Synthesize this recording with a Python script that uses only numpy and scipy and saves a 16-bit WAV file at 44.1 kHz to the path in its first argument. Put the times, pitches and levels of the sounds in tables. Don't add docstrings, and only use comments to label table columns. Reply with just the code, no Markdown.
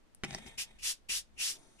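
import sys
import numpy as np
from scipy import signal
from scipy.fft import rfft, irfft
from scipy.io import wavfile

SR = 44100
rng = np.random.default_rng(int(sys.argv[2]) if len(sys.argv) > 2 else 0)


def generate_wav(signal):
    frames = np.transpose(np.atleast_2d(signal))
    scaled = np.clip(frames, -1, 1) * 32767
    pcm = np.round(scaled).astype(np.int16)
    wavfile.write(sys.argv[1], SR, pcm)


N = 79380

# (time [s], level [dB], thump re level [dB], click re level [dB])
KNOCK_EVENTS = [(0.2364, -0.5, 0.5, -17), (.2425, -6, -30, -21), (.2480, -6.5, -23, -1),
                (0.2935, -27, 11, -12), (0.3078, -10, 0.5, -5), (.3292, -21, -16, 6.5),
                (0.3398, -14.5, -25, -26), (0.3477, -9.5, 2, 8), (.3810, -21.5, -4, -10),
                (0.3856, -23, 3.5, 7), (0.463, -21.5, 8, -8)]
# (frequency [Hz], relative level [dB])
CLICK_SPECTRUM = [(300, -18), (550, -3), (760, 8.5), (1000, -4), (1500, -20), (3800, -8), (5400, 5.5),
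                  (6800, -9), (9500, -14.5), (12000, -27), (15000, -38)]
PORT_LAG_S, EARLY_DB = 0.00013, 3


def undb(db):
    return 10 ** (np.asarray(db) / 20)


def clock():
    return np.arange(N) / SR


def unit(x):
    return x / np.sqrt(np.mean(x ** 2))


def noise():
    return rng.standard_normal(N)


def impulse(start_s):
    return 1. * (np.arange(N) == int(start_s * SR))


def fade(start_s, t60_s):
    age_s = clock() - start_s
    return (age_s >= 0) * np.exp(-np.log(1000) * np.maximum(age_s, 0) / t60_s)


def burst(start_s, t60_s):
    x = noise() * fade(start_s, t60_s)
    return x / np.linalg.norm(x)


def ring(start_s, hz, t60_s):
    return np.sin(2 * np.pi * hz * (clock() - start_s)) * fade(start_s, t60_s)


def curve(points):
    s, db = np.array(points).T[:2]
    return undb(np.interp(clock(), s, db)) * (clock() >= s[0])


def gains(points, size):
    hz, db = np.array(points, float).T
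    bin_hz = np.arange(size // 2 + 1) * SR / size
    return undb(np.interp(np.log(bin_hz + 1), np.log(hz), db))


def colour(x, points):
    size = 4096
    cepstrum = irfft(np.log(gains(points, size)))
    cepstrum[1:size // 2] *= 2
    cepstrum[size // 2 + 1:] = 0
    h = irfft(np.exp(rfft(cepstrum)))
    return signal.fftconvolve(x, h / np.linalg.norm(h))[:N]


def lowpass(x, hz, order=2):
    return signal.sosfilt(signal.butter(order, min(hz, SR / 2 - 1), fs=SR, output="sos"), x)


def resonance(x, centre_hz, width_hz):
    carrier = np.exp(2j * np.pi * np.cumsum(centre_hz) / SR)
    baseband = lowpass(x / carrier, width_hz / 2)
    return unit((baseband * carrier).real)


def slips():
    slips_per_s, spread_db, waver_db, waver_hz = 30000, 5, -0.3, 119
    hit = rng.random(N) < slips_per_s / SR
    size = undb(spread_db * noise()) * np.sign(noise())
    waver = undb(waver_db * unit(lowpass(noise(), waver_hz)))
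    return unit(hit * size * waver)


def hand():
    # (start [s], landing time [s], fastest moment [s], half length [s],
    #                      level [dB], hollow under the hand re level [dB])
    strokes = [(.574, 0.0087, 0.6, .038, -37, -0.5), (.814, 0.015, .88, 0.046, -33, -4),
               (1.085, 0.0074, 1.1403, 0.054, -33.5, 0), (1.372, 0.033, 1.455, 0.068, -33.5, 3)]
    # (start [s], landing time [s], fastest moment [s],
    #                      half length [s], level [dB], hollow under the hand re level [dB])
    grazes = [(0.459, 0.0036, 0.466, 0.023, -54.5, -8), (0.784, 0.0032, .802, 0.06, -61, 4.5),
              (0.936, .01, 0.89, 0.066, -61, -8), (1.182, .01, 1.093, .025, -57, -10),
              (1.361, .006, 1.376, 0.024, -75, 13), (1.549, 0.005, 1.555, 0.017, -58, -1),
              (1.782, 0.0098, 1.8, .03, -66.5, 6.5)]
    patch_count, patch_lag_s = 4, .00003
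    lags_s = PORT_LAG_S + patch_lag_s * np.linspace(-1, 1, patch_count)
    patches = [place(rub(strokes + grazes), lag_s, EARLY_DB) for lag_s in lags_s]
    return sum(patches) / np.sqrt(patch_count)


def rub(rows):
    # (frequency [Hz], relative level [dB])
    paper_spectrum = [(100, -48), (400, -21.5), (850, -21.5), (1400, -15.5), (2000, -8), (2900, -3.5),
                      (3600, -1), (4300, -1.5), (5400, 1.5), (7400, -3.5), (8300, -3), (9600, -4),
                      (11000, -5.5), (12400, -13.5), (15000, -20)]
    swell_shape = 2.93
    bright_hz, bright_rise_s, bright_start = 4460, 0.01, 0.5
    hollow_base_hz, hollow_width_hz, hollow_fade_s = 2646, 680, 0.056
    octave_s, rise_shape = 0.095, 3.84
    t = clock()
    hiss, air = colour(slips(), paper_spectrum), slips()
    dull = lowpass(hiss, bright_hz, order=1)
    body, ringing, brightness, weighted_hz = np.zeros((4, N))
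    for start_s, landing_s, fastest_s, half_s, db, hollow_db in rows:
        age_s = np.maximum(t - start_s, 0)
        swell = np.exp(-np.abs((t - fastest_s) / half_s) ** swell_shape)
        contact = undb(db) * np.clip(age_s / landing_s, 0, 1) * swell
        body += contact
        brightness += contact * (1 - (1 - bright_start) * np.exp(-age_s / bright_rise_s))
        ringing += contact * undb(hollow_db) * np.exp(-age_s / hollow_fade_s)
        weighted_hz += contact * hollow_base_hz * 2 ** np.minimum((age_s / octave_s) ** rise_shape, 1)
    hollow_hz = np.maximum(weighted_hz / (body + 1e-12), hollow_base_hz)
    hollow = resonance(air, hollow_hz, hollow_width_hz)
    return body * dull + brightness * (hiss - dull) + ringing * hollow


def eraser():
    # (frequency [Hz], relative level [dB])
    clack_spectrum = [(100, -15), (400, -4), (550, -10.5), (780, -11.5), (1020, -9.5), (1500, -9),
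                      (2000, 1), (2700, -5.5), (3600, -13), (6000, -15.5), (10000, -25.5), (15000, -52)]
    knock_db = -12.5
    clack_t60_s, clack_ring = 0.025, 1.22
    click_t60_s, click_ring = 0.014, 0.44
    clack, click = np.zeros((2, N))
    for start_s, db, _, click_db in KNOCK_EVENTS:
        clack += undb(db) * (clack_ring * burst(start_s, clack_t60_s) - impulse(start_s))
        click += undb(db + click_db) * (click_ring * burst(start_s, click_t60_s) - impulse(start_s))
    return undb(knock_db) * (colour(clack, clack_spectrum) + colour(click, CLICK_SPECTRUM))


def board():
    # (frequency [Hz], relative level [dB], t60 [s])
    modes = [(102.5, -27, 0.2), (139.2, -6.5, 0.44), (192, -6, 0.22), (238, 6.5, 0.081), (345, -3, 0.093),
             (381, -1, 0.099), (704, -30, 0.041), (804, -5, 0.12)]
    # (time [s], level [dB])
    landings = [(.58, -65), (1.093, -61)]
    thump_base_db = -40.5
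    blows = [(s, thump_base_db + db + thump_db) for s, db, thump_db, _ in KNOCK_EVENTS] + list(landings)
    force = sum(undb(db) * impulse(s) for s, db in blows)
    response = sum(undb(db) * ring(0, hz, t60_s) for hz, db, t60_s in modes)
    return -signal.fftconvolve(force, response)[:N]


def tick():
    start_s, hz, t60_s, ring_db, snap_db = .1485, 9400, .0025, -37.5, -53
    snap = colour(impulse(start_s), CLICK_SPECTRUM)
    return undb(ring_db) * ring(start_s, hz, t60_s) + undb(snap_db) * snap


def slide():
    # (frequency [Hz], relative level [dB])
    drag_spectrum = [(40, -6), (130, -1.5), (230, -12), (500, -5.5), (800, -7.5), (1300, -18), (1850, -7),
                     (2600, -7.5), (3700, -9.5), (4500, -22), (7000, -22.5), (10000, -20), (12500, -32),
                     (15000, -43)]
    # (time [s], level [dB])
    sliding = [(.24, -49), (.268, -56.5), (.30, -52.5), (.335, -49), (.365, -52), (.39, -53.5),
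               (.43, -56.5), (.48, -52.5), (.55, -61.5), (.7, -60.5), (.78, -71), (.9, -100)]
    # (time [s], level [dB], centre [Hz])
    judder_path = [(.245, -73, 212), (.272, -47.5, 150), (.33, -60, 136), (.385, -53, 194), (.43, -56, 225),
                   (.468, -58, 238), (.5, -66, 218), (.62, -82, 223), (.78, -67.5, 207), (.86, -98, 204),
                   (1.22, -98, 203), (1.34, -64, 209), (1.42, -83, 230)]
    judder_width_hz, catch_db, catch_hz = 85, 2.5, 58.6
    crumbs_per_s, crumbs_db, crumbs_spread_db = 120, -9.5, 5
    s, _, hz = np.array(judder_path).T
    judder = curve(judder_path) * resonance(slips(), np.interp(clock(), s, hz), judder_width_hz)
    catching = undb(catch_db * unit(lowpass(noise(), catch_hz)))
    crumbs = (rng.random(N) < crumbs_per_s / SR) * undb(crumbs_spread_db * noise())
    drag = unit(catching * colour(slips(), drag_spectrum))
    crackle = undb(crumbs_db) * unit(colour(crumbs, drag_spectrum))
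    return curve(sliding) * (drag + crackle) + judder


def sleeve():
    # (frequency [Hz], relative level [dB])
    cloth_spectrum = [(80, -4.5), (280, 2.5), (600, -1.5), (1300, -11.5), (3000, -15.5), (6200, -13.5),
                      (8000, -20.5), (9800, -10.5), (12000, -28.5), (15000, -40)]
    # (time [s], level [dB])
    rustling = [(1.26, -100), (1.4, -62.5), (1.58, -61), (1.8, -67.5)]
    return curve(rustling) * colour(slips(), cloth_spectrum)


def draught():
    # (time [s], level [dB])
    air_push = [(.2, -90), (.3, -61.5), (.5, -62), (.68, -68), (.83, -55), (.96, -85), (1.14, -56),
                (1.27, -73), (1.37, -62.5), (1.55, -86)]
    cutoff_hz, side_gain = 56.6, 0.4
    mid, side = (unit(lowpass(noise(), cutoff_hz, order=5)) for _ in range(2))
    return curve(air_push) * (mid + side_gain * np.array([side, -side]))


def room_tone():
    # (frequency [Hz], relative level [dB])
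    tone_spectrum = [(20, 2.5), (45, -8), (100, -12.5), (150, -17), (230, -13.5), (450, -19), (1050, -25),
                     (3000, -31), (8000, -38.5), (11000, -43), (15000, -52.5)]
    mid_db, side_gain = -67, 0.99
    mid, side = (unit(colour(noise(), tone_spectrum)) for _ in range(2))
    return undb(mid_db) * (mid + side_gain * np.array([side, -side]))


def place(x, lag_s, early_db, scatter_hz=500):
    # (frequency [Hz], level difference [dB])
    balance = [(60, 7.5), (200, 1.5), (600, 2.5), (1400, -1), (2000, -0.5), (2450, -1), (3000, 0.5),
               (5200, -.5), (7500, 7.5), (8300, -8.5), (9300, 12.5), (10800, -8), (12500, 5), (15000, -9)]
    early_t60_s, room_t60_s, room_delay_s = 0.035, 0.19, .008
    room_db, room_damp_hz = -11.5, 5050
    hz = np.arange(N + 1) * SR / (2 * N)
    ports = []
    for side in (1, -1):
        early = burst(0, early_t60_s)
        scatter = early - lowpass(early, scatter_hz, order=1)
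        tail = lowpass(burst(room_delay_s, room_t60_s), room_damp_hz, order=1)
        echoes = undb(early_db) * scatter + undb(room_db) * tail
        direct = np.exp(1j * np.pi * hz * lag_s * side)
        path = direct + rfft(echoes, 2 * N)
        port_gain = gains(balance, 2 * N) ** (side / 2)
        ports.append(irfft(rfft(x, 2 * N) * path * port_gain)[:N])
    return np.array(ports) / np.sqrt(1 + undb(early_db) ** 2)


def scene():
    knocks = place(eraser() + board() + tick(), lag_s=-0.000069, early_db=-5)
    rubs = place(slide() + sleeve(), PORT_LAG_S, EARLY_DB)
    return hand() + knocks + rubs + draught() + room_tone()


def record(dry):
    top_hz = 15200
    return signal.sosfilt(signal.ellip(10, .1, 80, top_hz, fs=SR, output="sos"), dry)


dry = scene()
out = record(dry)
generate_wav(out)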